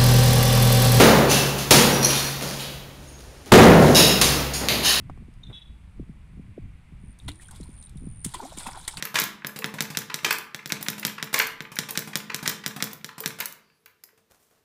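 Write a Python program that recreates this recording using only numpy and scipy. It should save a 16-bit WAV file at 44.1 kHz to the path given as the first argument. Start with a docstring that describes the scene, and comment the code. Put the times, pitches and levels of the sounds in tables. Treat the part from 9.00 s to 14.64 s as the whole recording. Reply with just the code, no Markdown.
"""In a garage, a leather speed bag is punched in a fast rattle against a round wooden platform.
Each swing tugs the loose steel frame, slaps the board and sets its modes booming; then the swivel
clicks and the frame drops back. A few rough blows shake the whole frame, and the room reverberates.
At the end the bag swings out with a faint stick-slip squeak and is caught in the hands."""
import sys
import numpy as np
from scipy import signal
from scipy.io import wavfile

SR = 44100
rng = np.random.default_rng(int(sys.argv[2]) if len(sys.argv) > 2 else 0)


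def generate_wav(signal):
    """Clip the signal to [-1, 1] and save it as 16-bit WAV at the path in sys.argv[1]."""
    frames = np.transpose(np.atleast_2d(signal))
    scaled = np.clip(frames, -1, 1) * 32767
    pcm = np.round(scaled).astype(np.int16)
    wavfile.write(sys.argv[1], SR, pcm)


N = 248724

# Spectra. Each row: frequency in Hz, relative level in dB.
AIR_SPECTRUM = [(18, -46.5), (30, -22), (71, 1), (374, -1), (448, 6.5), (538, -7), (1650, -8.5),
                (4900, -13.5), (8690, -18), (10700, -17), (15000, -16.5)]  # steady background
LINGERING_SPECTRUM = [(50, -10), (120, 16), (200, 16.5), (350, -7), (1600, 9), (4000, -4.5), (15000, -30.5)]  # dying sound of blows struck before the scene opens
ROOM_SPECTRUM = [(60, -9), (200, 3.5), (600, 7), (1500, -4.5), (4000, -2.5), (9000, 0.5), (15000, 0)]  # echoes of the garage
PALM_SPECTRUM = [(100, -1), (450, 3.5), (1500, -2), (3000, -8.5), (6000, -5.5), (15000, -7.5)]  # palms rubbing leather
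CLICK_SPECTRUM = [(100, -27), (1500, -9.5), (3500, -13), (6500, -7), (9000, -14), (11500, -5.5),
                  (13000, -6), (14800, 0.5)]  # steel on steel in the swivel
CHATTER_SPECTRUM = [(60, -29.5), (300, -15), (700, -23.5), (1000, -6), (1500, 1), (2400, -0.5), (3500, -8),
                    (6000, -13.5), (10000, -25), (15000, -26)]  # loose joints of the frame
FIST_SPECTRUM = [(30, -18), (150, -1.5), (450, -2), (900, 6), (1700, 5), (4000, 0), (9000, -3.5),
                 (15000, -6.5)]  # fist on bag
SLAP_SPECTRUM = [(30, -22), (100, -18.5), (300, -12.5), (900, -3.5), (1600, 2), (4000, 0.5), (6000, -1.5),
                 (9000, -9.5), (12000, -10.5), (15000, -11.5)]  # bag on board
# Reverberation of the garage. Each row: frequency in Hz, time to fall 60 dB in seconds.
ROOM_DECAY = [(100, 1.2), (400, 0.47), (1500, 0.49), (3000, 0.44), (6000, 0.3148), (15000, 0.22)]

# Normal modes. 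Each row: frequency in Hz, relative level in dB, time to fall 60 dB in seconds.
ARM_MODES = [(445.4, 1.5, 0.43), (499, -1, .13)]  # hollow mounting arm
FRAME_MODES = [(877.6, 3, 0.28), (978, -4, 0.4), (1005, -1, 0.53), (1193, -5, 0.73), (1326, -7, 0.12),
               (1553, 0.5, 0.16), (1686, 4.5, 0.28), (1766, -0.5, 0.43), (2111, -8.5, 0.16),
               (2370, 0, 0.27), (2487, -3, 0.19)]  # steel frame
SWIVEL_MODES = [(4710, -6, .04), (7000, -8, .025), (11950, 6, 0.012), (13400, 1, .025)]  # steel swivel
BOARD_MODES = [(116, -7.5, 0.35), (149, -2.5, 0.31), (160, -5.5, .2), (185, -7.5, 0.52), (207.9, -2, 0.77),
               (237, -8.5, 0.24), (263.4, -6.5, 0.26), (303, -14.5, 0.13)]  # wooden platform

# Event levels are relative within a column; brightness is the gain of a treble shelf.
# The swivel squeaks as the bag swings out.
# Each row: start in seconds, length in seconds, pitch in Hz, fall of pitch in Hz, level in dB.
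SWIVEL_SQUEAKS = [(4.589, 0.21, 4700, 100, -71), (4.737, .05, 11200, 700, -76),
                  (4.79, 0.045, 11300, 1005, -75)]
# Hands catch the bag. Each row: start in seconds, fade time in seconds, level in dB, brightness in dB.
HAND_GRIPS = [(5.168, .05, -74, -3), (5.296, 0.091, -62, -2.5), (5.387, 0.14, -66.5, 4),
              (5.5, 0.12, -67.5, -4.5)]
# The mounting arm shifts with a knock. Each row: start in seconds, level in dB.
ARM_KNOCKS = [(0.592, -11.5), (2.912, -17), (4.208, -11), (5.13, -34.5)]
# The swivel snaps against its socket as the bag flies off line. Each row: start in seconds, level in dB.
SWIVEL_SNAPS = [(0.0525, -2.5), (0.1995, 5.5), (0.2388, 2), (0.4688, -1.7), (0.589, -4.5), (1.3079, 0),
                (1.3276, 1), (1.385, -5), (1.694, -11), (1.8275, -1), (1.9965, -7.5), (2.3409, 4.5),
                (2.39, 7), (2.4198, -4), (2.47, -3.5), (2.757, -11), (2.908, -0.5), (3.9318, -7.5),
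                (4.2045, -4), (4.4023, 2), (4.457, 0), (4.5244, -14.5), (4.8592, -21.5), (5.0377, -13.5)]
# Rough blows and stray swings jolt the frame. Each row: start in seconds, level in dB, brightness in dB.
FRAME_JOLTS = [(0.052, -0.5, 0), (0.1545, 15, 4.5), (0.1647, 10.5, 3), (0.1859, 12.5, 9.5), (1.0986, 3, -8),
               (1.2454, 16, 5.5), (1.3067, 14.5, 8), (2.0767, 1, 3), (2.18, 1.9, -6), (2.3409, 15.5, 5.5),
               (2.3803, 9, 4), (2.3973, 18.5, 0.5), (3.2979, 6, -9), (3.459, 5.5, 8.5), (3.495, 2, 13.5),
               (4.4048, 6, 4.5), (4.6977, -27, -7), (4.859, -14.5, -8), (5.0872, -22.5, -18)]
# The fist hits the bag. Each row: start in seconds, smack level in dB, boom level in dB.
FIST_PUNCHES = [(0.143, -2.6, -8), (0.561, -8, -11), (0.74, -11, -8), (0.9025, -9, -10),
                (1.2324, -18, -14.5), (1.8104, -12, -13), (1.9802, -11, -15), (2.3296, -5, -11.5),
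                (2.718, -14, -14.5), (2.888, -5.5, -14), (3.075, -11, -11), (3.428, -7.5, -6.5),
                (3.7629, -9, -9.5), (3.9124, -18, -59.5), (4.1806, -11, -16), (4.3875, -11.5, -25.5),
                (5.176, -34.5, -36)]
# The bag hits the board. Each row: start in seconds, slap level in dB, brightness in dB, boom level in dB.
BAG_SLAPS = [(0.0253, 3.5, 0, -11.5), (0.2185, 2, 3, -7.5), (0.4472, 5, -19.5, -8.5),
             (0.6437, 9, -10, -4.5), (0.8068, 6.5, 3.5, -3.5), (0.9722, 5, 6.5, -5), (1.1431, 3, 5.5, -11),
             (1.5466, 0.3, -3.5, -13.5), (1.6591, -4, 2.3, -12), (1.7219, 7, 3, -3.5),
             (1.885, 6, 3.5, -4.5), (2.051, 6, 5.5, -3.5), (2.2273, 5, -2.5, -8.5),
             (2.606, 1, -12.5, -10.5), (2.7887, 6.5, 4.5, -4), (2.9751, 5, 6.5, -4), (3.1562, 6, 4.5, -5.5),
             (3.3455, 1.5, 6.5, -8.5), (3.4776, 6, 8, -3.5), (3.6627, 4.5, 3.5, -6), (3.825, 6, 5, -4),
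             (4.0453, -3.5, 2.5, -14), (4.26, 5, 4.2, -5)]

HARD_SWING_DB = -4.5  # boom level that marks a hard swing


def amp(db):
    """The amplitude ratio for a level in decibels."""
    return 10 ** (np.asarray(db) / 20)


def unit_energy(x):
    """Normalisation to an energy of one."""
    return x / np.sqrt(np.sum(x ** 2) + 1e-20)


def curve_at(points, hz):
    """Linear interpolation on a log-frequency axis."""
    point_hz, value = np.transpose(points)
    return np.interp(np.log(hz + 1), np.log(point_hz + 1), value)


def add(mix, start_s, sound):
    """Superposition: a sound adds to the mix from its start time."""
    part = mix[max(round(start_s * SR), 0):][:len(sound)]
    part += sound[:len(part)]


def convolve(x, response):
    """Convolution gives a linear system's output, here cut at the scene's length."""
    return signal.oaconvolve(x, response)[:N]


def bandpass(x, low_hz, high_hz):
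    """A Butterworth filter attenuates what lies outside the band."""
    return signal.sosfilt(signal.butter(2, [low_hz, high_hz], "band", fs=SR, output="sos"), x)


def impulses(rows, db_column):
    """Brief blows act as impulses: one for each row, sized by the given column."""
    out = np.zeros(N)
    for row in rows:
        add(out, row[0], amp([row[db_column]]))
    return out


def pulse(spectrum, bright_db=0, treble_hz=4500, body_db=0, body_hz=1300, size=2048):
    """Minimum phase gives the sharpest causal pulse of a spectrum, here with treble and bass shelves."""
    hz = abs(np.fft.fftfreq(size, 1 / SR))
    treble = 1 - 1 / (1 + (hz / treble_hz) ** 4)
    bass = 1 / (1 + (hz / body_hz) ** 4)
    log_gain = np.log(amp(curve_at(spectrum, hz) + bright_db * treble + body_db * bass))
    return np.fft.ifft(np.exp(np.conj(signal.hilbert(log_gain)))).real


def ring(modes, detune=1, size=32768):
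    """A struck body vibrates as a sum of damped normal modes."""
    t = np.arange(size) / SR
    partials = (amp(db - 60 * t / t60) * np.cos(2 * np.pi * hz * detune * t) for hz, db, t60 in modes)
    return unit_energy(sum(partials))


def crackle(decay_s, size=1024):
    """Many tiny contacts merge into exponentially decaying noise."""
    return unit_energy(rng.standard_normal(size) * np.exp(-np.arange(size) / SR / decay_s))


def noise(spectrum, bright_db=0, grain=0, size=N):
    """Filtered noise of rms one; random amplitude modulation makes it grainy."""
    white, roughness = rng.standard_normal((2, size))
    coloured = convolve(white * np.exp(grain * roughness), pulse(spectrum, bright_db))
    return np.sqrt(size) * unit_energy(coloured[:size])


def room_air():
    """Stationary noise forms the faint background of the garage."""
    return amp(-71) * noise(AIR_SPECTRUM)


def lingering_echo(start_db=-45, fall_db_per_s=110):
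    """Reverberation of punches struck before the scene opens decays exponentially."""
    return amp(start_db - fall_db_per_s * np.arange(N) / SR) * noise(LINGERING_SPECTRUM)


def garage_reverb(x, first_echo_s=0.0017, build_s=0.0024, density=0.15, drift_hz=0.643, tails=3):
    """Diffuse echoes die at each band's own rate; crossfaded tails vary them as the bag moves."""
    t, out = np.arange(SR) / SR, np.zeros(N)
    onset = np.clip((t - first_echo_s) / build_s, 0, 1)
    for k in range(tails):
        echoes = rng.standard_normal(SR) * (rng.random(SR) < density) * onset
        hz, age_s, bands = signal.stft(echoes, SR, nperseg=256)
        decay = amp(-60 * age_s / curve_at(ROOM_DECAY, hz)[:, None])
        colour = amp(curve_at(ROOM_SPECTRUM, hz))[:, None]
        tail = unit_energy(signal.istft(bands * decay * colour, SR, nperseg=256)[1])
        share = np.sqrt(2 / tails) * np.cos(np.pi * (2 * drift_hz * np.arange(N) / SR + k / tails))
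        out += convolve(x * share, tail)
    return out


def swivel_squeaks(jitter_hz=1500):
    """Stick-slip friction makes a thin, fuzzy whistle that swells, sinks in pitch and fades."""
    out = np.zeros(N)
    for start_s, length_s, hz, fall_hz, db in SWIVEL_SQUEAKS:
        progress = np.linspace(0, 1, int(length_s * SR))
        jitter = rng.standard_normal(SR)[:len(progress)]
        pitch_hz = hz - fall_hz * progress + jitter_hz * jitter
        swell = np.sqrt(abs(np.sin(np.pi * progress)))
        add(out, start_s, amp(db) * swell * np.sin(2 * np.pi * np.cumsum(pitch_hz) / SR))
    return out


def hand_rubs(attack_s=0.014):
    """Sliding friction gives a grainy rub as each palm comes to rest on the leather."""
    out, t = np.zeros(N), np.arange(SR // 2) / SR
    for start_s, fade_s, db, bright_db in HAND_GRIPS:
        rub = noise(PALM_SPECTRUM, bright_db, grain=0.9, size=len(t))
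        envelope = np.minimum(t / attack_s, 1) * np.exp(-(t / fade_s) ** 2)
        add(out, start_s, amp(db) * envelope * rub)
    return out


def arm_hum():
    """The hollow arm resonates after its own knocks and, more weakly coupled, after slaps and jolts."""
    force = impulses(ARM_KNOCKS, db_column=1)
    force += amp(-11) * impulses(BAG_SLAPS, db_column=3)
    force += amp(-24) * impulses(FRAME_JOLTS, db_column=1)
    return bandpass(convolve(force, ring(ARM_MODES)), 300, 700)


def joint_knocks(tug_lead_s=0.0238, tug_s_per_db=0.0013, drop_s=0.0435, bounce_s=0.0165):
    """Play in the joints lets them knock. Each row: start in seconds, level in dB, brightness in dB."""
    swings = []
    for start_s, _, bright_db, boom_db in BAG_SLAPS:
        force_db = boom_db - HARD_SWING_DB
        # The bag tugs the frame just before landing, later and harder on a hard swing.
        tug = (start_s - tug_lead_s + tug_s_per_db * force_db, 1 + 2.2 * force_db, bright_db - 7)
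        drop = (start_s + drop_s, -4, bright_db - 6)  # the frame falls back under its own weight
        swings += [tug, drop]
    bounces = [(start_s + bounce_s, db - 11, bright_db) for start_s, db, bright_db in FRAME_JOLTS]
    return swings + FRAME_JOLTS + bounces


def frame_ring(build_s=0.0066):
    """The steel frame's modes build up as each shock spreads through its bars, then decay freely."""
    force = amp(-17) * impulses(joint_knocks(), db_column=1)
    force += amp(-21) * impulses(BAG_SLAPS, db_column=1)
    force += amp(-17) * impulses(FIST_PUNCHES, db_column=1)
    bars = ring(FRAME_MODES)
    onset = np.clip(np.arange(len(bars)) / SR / build_s, 0, 1)
    return convolve(force, bars * onset)


def swivel_turns(delay_s=0.016, snap_window_s=0.04):
    """Rebound turns the swivel, unless a snap just has. Each row: start in seconds, level in dB."""
    turns = []
    for start_s, _, bright_db, boom_db in BAG_SLAPS:
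        if not any(0 < start_s - snap_s < snap_window_s for snap_s, _ in SWIVEL_SNAPS):
            db = -5 + 1.5 * (boom_db - HARD_SWING_DB) + 0.53 * bright_db
            turns.append((start_s + delay_s, db))
    return turns


def swivel_clicks(ping_db=-18, detune_spread=0.088):
    """Hard steel contacts give bright clicks, each with a ping that depends on the point of contact."""
    out, click = np.zeros(N), pulse(CLICK_SPECTRUM)
    for start_s, db in SWIVEL_SNAPS + swivel_turns():
        ping = ring(SWIVEL_MODES, detune=1 + detune_spread * rng.uniform(-1.3, 1), size=2048)
        add(out, start_s, amp(db) * convolve(crackle(decay_s=0.0025), click + amp(ping_db) * ping))
    return out


def joint_rattles(peak_s=0.0039, spread_s=0.0025, density=0.6, size=640):
    """Loose joints chatter by repeated impact; harder knocks move more mass and sound fuller."""
    out, t = np.zeros(N), np.arange(size) / SR
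    swell = np.exp(-((t - peak_s) / spread_s) ** 2 / 2)
    for start_s, db, bright_db in joint_knocks():
        contacts = rng.standard_normal(size) * (rng.random(size) < density) * swell
        knock = pulse(CHATTER_SPECTRUM, bright_db, treble_hz=4170, body_db=0.33 * (db - 10), body_hz=600)
        chatter = np.linalg.norm(knock) * unit_energy(convolve(contacts, knock))
        add(out, start_s, amp(db) * chatter)
    return out


def bag_throb(db, tight_hz=250, slack_hz=132, relax_s=0.0063, attack_s=0.00033, decay_s=0.012):
    """Tension sets the squeezed bag's pitch: higher after a harder blow, sinking as it springs back."""
    t = np.arange(4096) / SR
    stiffening = amp(0.11 * (db + 6.5))  # scales the whole glide
    hz = (slack_hz + (tight_hz - slack_hz) * np.exp(-t / relax_s)) * stiffening
    envelope = np.exp(-t / decay_s) * (1 - np.exp(-t / attack_s))
    return amp(db) * unit_energy(np.sin(2 * np.pi * np.cumsum(hz) / SR) * envelope)


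def bag_and_board_boom():
    """Blows excite the bag's throb and the platform's modes; the unbaffled disc radiates no deep bass."""
    throbs = np.zeros(N)
    for start_s, *_, boom_db in [*BAG_SLAPS, *FIST_PUNCHES]:
        add(throbs, start_s, bag_throb(boom_db))
    force = impulses(BAG_SLAPS, db_column=3) + impulses(FIST_PUNCHES, db_column=2)
    force += amp(-30) * impulses(joint_knocks(), db_column=1)
    board = convolve(force, ring(BOARD_MODES))
    return bandpass(amp(-4) * throbs + amp(-3) * board, 85, 700)


def fist_smacks():
    """A yielding contact spreads the force in time: the fist sinks into the leather with a soft smack."""
    force = np.zeros(N)
    for start_s, db, _ in FIST_PUNCHES:
        add(force, start_s, amp(db) * crackle(decay_s=0.01))
    return convolve(force, pulse(FIST_SPECTRUM))


def bag_slaps(rebound_s=0.00053, rebound_gain=0.65, crease_gain=0.56, dispersion=0.61):
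    """The taut bag's flat impact gives a crack that repeats at once; then the leather creases."""
    out = np.zeros(N)
    for start_s, db, bright_db, _ in BAG_SLAPS:
        crack = amp(db - 4) * pulse(SLAP_SPECTRUM, bright_db, treble_hz=4370)
        gap_s = rebound_s * rng.uniform(0.96, 1.04)
        add(out, start_s, crack)
        add(out, start_s + gap_s, rebound_gain * crack)
        add(out, start_s + 2 * gap_s, crease_gain * convolve(crackle(decay_s=0.0069), crack))
    # Bending waves in the board disperse: an all-pass filter makes the lows trail the highs.
    return signal.lfilter([dispersion, -1], [1, -dispersion], out)


def scene():
    """Direct sound, reverberation and the quiet sounds around them superpose in one channel."""
    slaps, smacks, boom = bag_slaps(), fist_smacks(), bag_and_board_boom()
    rattles, clicks = joint_rattles(), swivel_clicks()
    direct = amp(2) * slaps + amp(1) * smacks + amp(-1) * boom + amp(1) * rattles + amp(4.5) * clicks
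    ringing = frame_ring() + arm_hum()
    into_room = amp(-7) * slaps + amp(-1.5) * (smacks + rattles) + amp(-14.5) * boom + amp(-2) * clicks
    reverb = garage_reverb(into_room)
    quiet = lingering_echo() + swivel_squeaks() + amp(2) * hand_rubs() + room_air()
    return (direct + ringing + reverb + quiet)[None]


def record(dry):
    """A linear-phase low-pass filter removes the highest treble."""
    cutoff_hz = 15400
    lowpass = signal.firwin(255, cutoff_hz, window=("kaiser", 8), fs=SR)
    return signal.oaconvolve(dry, lowpass[None], "same")


dry = scene()
out = record(dry)
generate_wav(out)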